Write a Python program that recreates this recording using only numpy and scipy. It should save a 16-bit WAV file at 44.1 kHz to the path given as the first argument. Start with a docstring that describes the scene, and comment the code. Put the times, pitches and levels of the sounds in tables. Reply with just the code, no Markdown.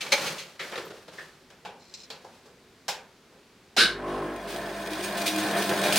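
"""Starting a bandsaw

In a small, cluttered workshop a man knocks the blade guard into place, steps round to the side,
fumbles with the switch cover and presses start. The slipping belt screeches and the motor buzzes
on 50 Hz mains as it hauls the wheels up to speed. Then the blade hisses and brushes its guides
over a growing rumble and hum."""
import sys
import numpy as np
from scipy import signal
from scipy.fft import rfft, irfft, next_fast_len
from scipy.io import wavfile
from scipy.ndimage import uniform_filter1d

SR = 44100
rng = np.random.default_rng(int(sys.argv[2]) if len(sys.argv) > 2 else 0)


def master_out(mix):
    """Clip the mix to full scale and print it as 16-bit PCM to the path in sys.argv[1]."""
    frames = np.transpose(np.atleast_2d(mix))
    ceiling = np.clip(frames, -1, 1)
    pcm = np.round(ceiling * 32767).astype(np.int16)
    wavfile.write(sys.argv[1], SR, pcm)


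N = 263718
T = np.arange(N) / SR
POWER_ON_S, RUN_UP_S, MAINS_HZ = 3.77, 2.316, 50


def speed():
    """The wheels gain speed evenly: 0 is at rest, 1 is full speed."""
    return np.clip((T - POWER_ON_S) / RUN_UP_S, 0, 1)


# how strong the blade's hiss is from low to high pitch: f/Hz, level/dB
BLADE_COLOUR = [(760, -22), (1300, -6), (1710, -10.5), (2220, -1.5), (2410, -1), (5060, -4.5),
                (6170, -12.5), (6710, -10.5), (7220, -12), (8710, -12), (12200, -18.5), (15800, -13)]
# pitches at which the blade rings: f/Hz, width/Hz, level/dB
BLADE_RINGS = [(2445, 19, 10.5), (3395, 45, 3.3), (3780, 30, 6.7), (4270, 17, 6.7), (4930, 15, 6),
               (5830, 24, 9.5), (6540, 50, 9.2), (8050, 8.8, 2), (8490, 55, 11.7), (9130, 61, 4.4),
               (9830, 80, 10), (10330, 46, 6.5), (11440, 25, 10.6), (12700, 57, 4.7)]
# harder brushes against the guides: t/s, level/dB, rise/s, fade/s, extra treble/dB
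BLADE_BRUSHES = [(4.067, -46, .04, 0.055, -6), (4.47, -33.5, 0.042, 0.054, -1.5),
                 (4.903, -43, .01, 0.062, 1), (5.023, -31.5, 0.021, 0.029, 4.5),
                 (5.168, -35, .008, 0.055, 3.5), (5.255, -22, .014, 0.035, 0),
                 (5.373, -32, 0.011, 0.055, 1), (5.557, -38.5, 0.022, 0.15, 5.5),
                 (5.827, -30.5, .012, 0.092, -0.5), (5.925, -30.5, .008, 0.035, 3),
                 (5.96, -23.5, .008, 0.045, 5.5)]

def blade(hiss_db=-32.5, split_hz=6500):
    """The blade rubs through its guides, louder with speed, and every brush makes the steel ring."""
    hiss = undb(hiss_db) * speed() ** 1.52
    grain = undb(drift(290)) * (1 + tooth_ticks())
    out = 0
    for band, is_treble in (("low", False), ("high", True)):  # each band wavers on its own
        brushes = sum(undb(db + treble_db * is_treble) * envelope(start, rise, 0, fade)
                      for start, db, rise, fade, treble_db in BLADE_BRUSHES)
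        rubbing = undb(drift(28)) * hiss + brushes
        steel = rms(rubbing) * noise(BLADE_COLOUR, BLADE_RINGS, drive=rubbing * grain)
        out += signal.sosfilt(signal.butter(2, split_hz, band, fs=SR, output="sos"), steel)
    return out


def tooth_ticks(full_speed_per_s=45, fade_s=0.0028, level_db=2.5):
    """Teeth catch the guides at random, more often with speed: brief jumps in friction."""
    hits = (rng.random(N) < full_speed_per_s * speed() / SR) * rng.exponential(size=N)
    return undb(level_db) * linger(np.minimum(hits, 2), fade_s)


# tone colour of the rumble: f/Hz, level/dB
WHEEL_COLOUR = [(35, -61), (60, -27), (165, -12.5), (199, -1.5), (256, -13), (314, -4), (431, -4),
                (670, -3), (876, -6.5), (1060, -8.5), (1150, -12.5), (1700, -7), (2480, -19.5), (2600, -21),
                (3380, -21), (5720, -120)]
# pitches at which the frame rings: f/Hz, width/Hz, level/dB
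FRAME_RINGS = [(122, 11, 1), (155, 8.5, 2.1), (356.6, 11, 5.2), (397.7, 9.3, 3.9), (605, 2.6, 8),
               (681.5, 12.8, 8), (1040, 34, 2.2), (1517, 8, 7.5), (1638, 4.5, 6.2), (1770, 9.8, 6.6)]

def wheels(rumble_db=-31, shake_db=-30, flutter_db=2):
    """The turning wheels shake the frame, hardest near full speed."""
    rumble = undb(rumble_db) * speed() ** 0.66
    shake = undb(shake_db) * speed() ** 5
    return undb(flutter_db * drift(25)) * (rumble + shake) * noise(WHEEL_COLOUR, FRAME_RINGS)


# tone colour of the rubbing belt: f/Hz, level/dB
BELT_COLOUR = [(47, -46), (80, -38), (197, -17.5), (418, -20), (477, -11), (556, -33), (1010, -29),
               (1500, -14.5), (1870, -23.5), (2230, -18.5), (3390, -16), (3870, -10.5), (5880, -26),
               (8930, -32.5), (15500, -47)]
# pitches at which the rubbing rings the steel: f/Hz, width/Hz, level/dB
STEEL_RINGS = [(332, 44, 1), (1595, 660, 1), (5060, 630, -1), (9230, 540, 4.5)]
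# tones of the screech: f/Hz, level/dB, time to fade by 60 dB/s
BELT_TONES = [(1534, 0, .3), (1620, -9, .36), (1656, -10, .3), (2170, -11, .3), (2937, -9.5, .25),
              (3601, -11.5, .22), (3771, -7, .22), (3840, -9, .22), (3908, -11, .22), (4195, -10, .3),
              (4496, -14, .2)]

def belt(slip_db=-13.5, rub_db=-3, screech_db=-7):
    """The belt slips once on the standing pulley and makes the steel screech."""
    slip = undb(slip_db) * envelope(start=3.769, rise=0.01, hold=0.051, fade=0.029)
    grip = unit(undb(-0.5 * drift(170)))
    friction = slip * grip * rng.standard_normal(N)
    rub = colour(workshop(friction, echo_db=-3), BELT_COLOUR, STEEL_RINGS)
    screech = 0
    for hz, db, ring_s in BELT_TONES:
        energy = linger(slip ** 2, ring_s / np.log(1e6))
        loudness = undb(db + 3 * drift(110)) * unit(np.sqrt(energy))
        screech += loudness * np.sin(2 * np.pi * hz * T + .55 * drift(90))
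    return rms(slip) * (undb(rub_db) * unit(rub) + undb(screech_db) * unit(screech))


# tones of the starting buzz: multiple of the mains frequency, level/dB
BUZZ_TONES = [(1, -16), (2, -9.5), (3, -4.5), (4, -13), (5, 0), (6, -2.5), (7, 7), (8, 6.5), (9, -2),
              (10, -3), (11, -6), (12, 0.5), (13, -5), (20, -8), (21, -4), (22, -5.5), (26, -7)]
# tone colour of the rattling panels: f/Hz, level/dB
RATTLE_COLOUR = [(280, -18), (480, -8), (794, 2), (919, -9.5), (1040, 2.5), (1120, -6), (5060, -29.5),
                 (7040, -39), (9000, -34.5), (11700, -44), (19800, -120)]

def motor_start(buzz_db=-41, strain_db=-33, rattle_db=-36, throb_db=-52, sag_db_per_s=4.5):
    """Heavy current in the starting coil buzzes and rattles the panels until the coil switches off."""
    current = envelope(POWER_ON_S, rise=0.078, hold=1.43, fade=.04)
    strain = current * swell(4.152, width=0.11)  # a judder: the shaft's rate passes through the stand's resonance
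    loudness = undb(buzz_db) * current * (1 - speed()) ** 1.5 + undb(strain_db) * strain
    buzz = loudness * mains_tones(BUZZ_TONES, waver_db=-4, wavers_per_s=24, phase_drift=0.29)
    mains = np.sin(2 * np.pi * MAINS_HZ * T)
    throb = current * undb(throb_db - sag_db_per_s * (T - POWER_ON_S)) * unit(mains)
    rattle = undb(rattle_db) * strain * noise(RATTLE_COLOUR, drive=1 + 0.23 * mains)
    return buzz + throb + rattle


# tones of the running hum: multiple of the mains frequency, level/dB
HUM_TONES = [(2, -6), (4, 11.5), (6, 7.5), (8, -14), (12, -6)]

def motor_hum(full_speed_db=-35):
    """The running motor hums louder as it gains speed."""
    loudness = undb(full_speed_db) * speed() ** 1.54
    return loudness * mains_tones(HUM_TONES, waver_db=-1.5, wavers_per_s=14, phase_drift=0.51)


def mains_tones(tones, waver_db, wavers_per_s, phase_drift):
    """Wavering multiples of the mains; the frame delays each differently, smearing them into a growl."""
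    out = 0
    for multiple, db in tones:
        phase = 2 * np.pi * multiple * MAINS_HZ * T + np.pi * multiple ** 2 / 6
        loudness = undb(db + waver_db * drift(wavers_per_s))
        out += loudness * np.sin(phase + phase_drift * drift(wavers_per_s))
    return unit(out)


# booms of the panels: t/s, f/Hz, level/dB, half-width/s
PANEL_BOOMS = [(4.29, 312.5, -39.5, 0.044), (4.58, 679, -40.5, 0.027), (4.78, 680, -37.5, 0.02),
               (4.94, 313, -37, 0.031), (5.215, 687, -33.5, .025), (5.39, 313, -31, .075)]

def panels():
    """Short swelling tones: panels boom as the rising speed passes the pitches they ring at."""
    out = 0
    for peak, hz, db, width in PANEL_BOOMS:
        tone = unit(np.sin(2 * np.pi * hz * T + .5 * drift(9.8)))
        out += undb(db) * swell(peak, width) * tone
    return out


# knocks on the guard: t/s, low/dB, middle/dB, treble/dB, main ring/Hz, contact/s
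KNOCKS = [(.007, -52, -32, -32.5, 2600, 0.013), (.063, -44, -38, -46, 870, 0.006),
          (.119, -25.5, -16.5, -21, 573, 0.012), (.222, -40.5, -42, -41, 816, 0.012),
          (.262, -53, -32, -33, 2640, 0.018), (.381, -71, -38.5, -37.5, 2560, 0.021)]
# tone colour of the guard: f/Hz, level/dB
GUARD_COLOUR = [(35, -56.5), (60, -33), (174, -9.5), (577, -5.5), (711, -8.5), (835, -0.5), (960, -6.5),
                (2200, 0), (4110, -6.5), (15000, -30.5)]
# pitches at which it rings: f/Hz, width/Hz, level/dB
GUARD_RINGS = [(556, 47, 1), (848, 23, 3), (2300, 220, 13), (2660, 96, -3.5), (4160, 70, 4.5),
               (6280, 65, 10.5)]

def guard():
    """The blade guard rings as it is knocked into place."""
    return blows(KNOCKS, GUARD_COLOUR, GUARD_RINGS, grit_db=2.5, echo_db=-6.5, ring_db=6.5)


# shoes meeting the floor: t/s, low/dB, middle/dB, treble/dB, main ring/Hz, contact/s
FOOTFALLS = [(.593, -45, -33.5, -40, 2100, 0.016), (.722, -41.5, -39, -58, 810, 0.015),
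             (.756, -43.5, -39.5, -44, 490, 0.0047), (.776, -38, -37, -43, 486, 0.0055),
             (.867, -46.5, -61, -75, 400, 0.0022), (.903, -44, -49, -54, 407, 0.0076),
             (1.079, -48, -51, -53, 600, 0.0092), (1.183, -50.5, -43.5, -55, 1700, 0.013)]
# tone colour of a step: f/Hz, level/dB
SHOE_COLOUR = [(59, -41), (100, -14), (180, -2), (268, -9.5), (337, -2), (492, 0.5), (1020, -6), (1560, -3),
               (2800, -6.5), (15000, -45)]
# pitches at which a step rings: f/Hz, width/Hz, level/dB
SHOE_RINGS = [(353, 16, 3.7), (390, 16, 5.3), (507, 8.8, 5), (545, 10, 4.1), (1760, 26, 2)]

def footsteps():
    """Shoes tap and scuff the floor in a short shuffle."""
    return blows(FOOTFALLS, SHOE_COLOUR, SHOE_RINGS, grit_db=3, echo_db=-2.5, ring_db=5)


# clicks, the start button last: t/s, low/dB, middle/dB, treble/dB, main ring/Hz, contact/s
CLICKS = [(1.502, -57, -56, -62, 1500, .003), (1.649, -41, -43.5, -54.5, 845, 0.0094),
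          (2.102, -46.5, -43, -45, 4450, 0.0027), (2.245, -47, -61, -62, 844, .005),
          (2.455, -55, -73, -63, 437, 0.011), (2.881, -34.5, -32, -32, 830, 0.0071),
          (3.32, -60, -78, -77, 300, 0.019), (3.765, -32.5, -30.5, -32.5, 700, 0.0047)]
# tone colour of the switch: f/Hz, level/dB
SWITCH_COLOUR = [(71, -63), (120, -16.5), (180, 1), (306, -16), (530, 7), (611, 0), (829, -1), (1320, -8.5),
                 (1530, -2), (1990, -4), (2390, 3.5), (5610, -8.5), (15500, -31)]
# pitches at which it rings: f/Hz, width/Hz, level/dB
SWITCH_RINGS = [(400, 120, 2), (980, 430, -3.5), (1570, 520, -4), (5400, 400, -1.5), (7200, 1400, -1),
                (14300, 11000, 0)]

def switch():
    """Fingers click against the plastic switch and its cover."""
    return blows(CLICKS, SWITCH_COLOUR, SWITCH_RINGS, grit_db=5, echo_db=3, ring_db=7.5)


def blows(hits, shape, rings, grit_db, echo_db, ring_db):
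    """Each blow is a gritty push that rings a body; harder blows have more middle and treble."""
    out, t = np.zeros((2, N + SR)), T[:SR // 2]
    bands = [signal.butter(3, edge_hz, kind, fs=SR, output="sos")
             for edge_hz, kind in [(1300, "low"), ([1300, 3700], "band"), (3700, "high")]]
    for start_s, *band_db, hz, contact_s in hits:
        white, grit = rng.standard_normal((2, len(t)))
        push = white * undb(grit_db * grit) * np.sqrt(t) * np.exp(-t / contact_s)
        ring = colour(workshop(push, echo_db), shape, [*rings, (hz, hz / 6, ring_db)])
        start = int(start_s * SR)
        for band, db in zip(bands, band_db):
            part = signal.sosfilt(band, ring)
            opening_level = np.std(part[:, :SR // 25])  # the first 40 ms
            out[:, start:start + len(t)] += part * undb(db) / opening_level
    return out[:, :N]


# the man's movements: t/s, length/s, level/dB
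MOVEMENTS = [(0, 0.1, -39.5), (0.155, 0.12, -33.5), (0.601, .2, -43.5), (.93, .05, -58.5),
             (1.111, .12, -50.5), (1.903, 0.47, -59.5)]
# tone colour of the rustle: f/Hz, level/dB
RUSTLE_COLOUR = [(71, -29), (120, -16.5), (156, -0.5), (264, -10.5), (535, 0.5), (682, -7.5), (1040, -6.5),
                 (1280, -7), (4740, -11.5), (15000, -29)]

def rustle():
    """Clothes rub and soles drag as the man moves."""
    moving = sum(undb(db) * envelope(start, rise=0.025, hold=length, fade=0.11)
                 for start, length, db in MOVEMENTS)
    return moving * noise(RUSTLE_COLOUR, drive=undb(1.35 * drift(130)))


# creaks of the hinge: t/s, length/s, level/dB
HINGE_CREAKS = [(1.792, .13, -60), (1.938, 0.012, -39.5), (1.972, 0.044, -50), (2.032, .012, -49)]
# tone colour of the switch cover: f/Hz, level/dB
COVER_COLOUR = [(1200, -35), (2400, -1), (3300, -6), (4100, 2.5), (7500, -4.5), (9000, -20), (15000, -30)]
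# pitches at which it rings: f/Hz, width/Hz, level/dB
COVER_RINGS = [(4110, 190, 6), (5250, 100, 8), (5820, 89, 3), (7400, 200, 1)]

def cover(grit_db=3):
    """The hinge sticks and slips in short bursts that ring the plastic cover."""
    creak = sum(undb(db) * envelope(start, rise=.002, hold=length, fade=0.011)
                for start, length, db in HINGE_CREAKS)
    return rms(creak) * noise(COVER_COLOUR, COVER_RINGS, drive=creak * undb(grit_db * drift(300)))


# a sole squeaks twice, then a bearing starts to turn: t/s, f/Hz, width/Hz, level/dB, fade/s
FRICTION_SQUEAKS = [(.846, 13900, 1000, -53, .02), (1.181, 1770, 200, -37.5, 0.039),
                    (4.08, 10000, 350, -65, .2)]

def squeaks():
    """Rubbing makes a narrow band of noise that starts quickly and fades."""
    out = np.zeros((2, N))
    for start, hz, width, db, fade in FRICTION_SQUEAKS:
        peak = signal.iirpeak(hz, hz / width, fs=SR)
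        friction = rng.standard_normal((2, N))
        tone = signal.lfilter(*peak, signal.lfilter(*peak, friction))
        out += undb(db) * unit(tone) * envelope(start, rise=.006, hold=0, fade=fade)
    return stereo(out)


# how long the room echoes: f/Hz, time to fade by 60 dB/s
ECHO_TIMES = [(150, 0.81), (530, 0.44), (1400, 0.48), (3700, 0.26), (10000, 0.22)]

def workshop(x, echo_db):
    """Add the room's echo: noise that stores the sound's energy and loses the treble first."""
    count = len(x)
    hz, times, frames = signal.stft(rng.standard_normal((2, count)), SR, nperseg=256)
    energy = np.interp(times, T[:count], uniform_filter1d(x ** 2, size=128))
    decay = 1e6 ** (-times / value_at(ECHO_TIMES, hz)[:, None])
    decay /= decay.sum(axis=1, keepdims=True)
    stored = signal.fftconvolve(energy[None], decay, axes=1)[:, :len(times)]
    echo = signal.istft(frames * np.sqrt(abs(stored)), SR)[1][:, :count]
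    scattered = x * rng.choice([-1, 1], count)  # nearby clutter throws sound sideways at once
    return stereo(undb(echo_db) * echo + [x, scattered])


# tone colour of the quiet room: f/Hz, level/dB
AIR_COLOUR = [(15, -40), (25, -15), (267, -3.5), (313, -8.5), (368, -2), (537, -12), (2490, -16.5),
              (2770, -18.5), (4260, -19), (4620, -19.5), (5430, -22), (15500, -37.5)]

def air(level_db=-57):
    """The workshop's air is a faint, almost steady rush."""
    return noise(AIR_COLOUR) * undb(level_db + 0.2 * drift(4.4))


# stereo width, as the sides compared with the middle: f/Hz, level/dB
STEREO_WIDTH = [(50, -21), (250, -19.5), (500, -21.5), (1000, -15), (2000, -11), (4000, -8), (8000, -5),
                (12000, -1.5)]

def stereo(pair):
    """Turn a middle and a side signal into left and right: the bass is shared, the treble wide."""
    middle, side = pair
    return middle + np.array([[1], [-1]]) * colour(side, STEREO_WIDTH)


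def noise(shape, rings=(), drive=1):
    """Stereo noise, made stronger or weaker by drive, rings a body; the result has level 1."""
    return unit(stereo(colour(drive * rng.standard_normal((2, N)), shape, rings)))


def colour(x, shape, rings=()):
    """Give a sound a broad tone colour with ringing pitches on top."""
    n = 2 * next_fast_len(x.shape[-1] // 2 + 4096)
    f = np.arange(n // 2 + 1) * SR / n
    # keeping only the first half of the cepstrum stops the filter sounding before it is struck
    cepstrum = irfft(np.log(undb(value_at(shape, f))))
    first_half = 2 * cepstrum[:n // 2] * (np.arange(n // 2) > 0)
    broad = np.exp(rfft(first_half, n) + cepstrum[0])
    ringing = 1 + sum(undb(db) * 1j * f * width / (hz ** 2 - f ** 2 + 1j * f * width)
                      for hz, width, db in rings)
    return irfft(rfft(x, n) * broad * ringing)[..., :x.shape[-1]]


def value_at(points, hz):
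    """Read between (f/Hz, value) points along a pitch scale."""
    known_hz, values = np.transpose(points)
    return np.interp(np.log(hz + 1), np.log(known_hz), values)


def envelope(start, rise, hold, fade):
    """Rise in a straight line, stay until hold seconds after the start, then die away."""
    age = T - start
    return np.clip(age / rise, 0, 1) * np.exp(-np.maximum(age - hold, 0) / fade)


def swell(peak, width):
    """A bell-shaped rise and fall around one moment."""
    return np.exp(-.5 * ((T - peak) / width) ** 2)


def linger(x, fade_s):
    """Let every value leave a fading trail."""
    return signal.lfilter([1], [1, -np.exp(-1 / (fade_s * SR))], x)


def drift(turns_per_s):
    """Wander at random around 0, typically by about 1."""
    return np.interp(T * turns_per_s, np.arange(2048), rng.standard_normal(2048))


def undb(db):
    """Turn decibels into a multiplier."""
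    return 10 ** (np.asarray(db) / 20)


def rms(x):
    """Average level (root mean square)."""
    return np.sqrt(np.mean(x ** 2))


def unit(x):
    """Scale to an average level of 1."""
    return x / rms(x)


def scene():
    """Man and machine over the quiet air of the workshop."""
    background = air()
    handling = guard() + footsteps() + switch() + rustle() + cover() + squeaks()
    saw = belt() + motor_start() + motor_hum() + panels() + wheels() + blade()
    return background + handling + saw


def record(dry, top_hz=15900):
    """Cut away the highest treble."""
    return signal.sosfilt(signal.ellip(10, .2, 80, top_hz, fs=SR, output="sos"), dry)


dry = scene()
out = record(dry)
master_out(out)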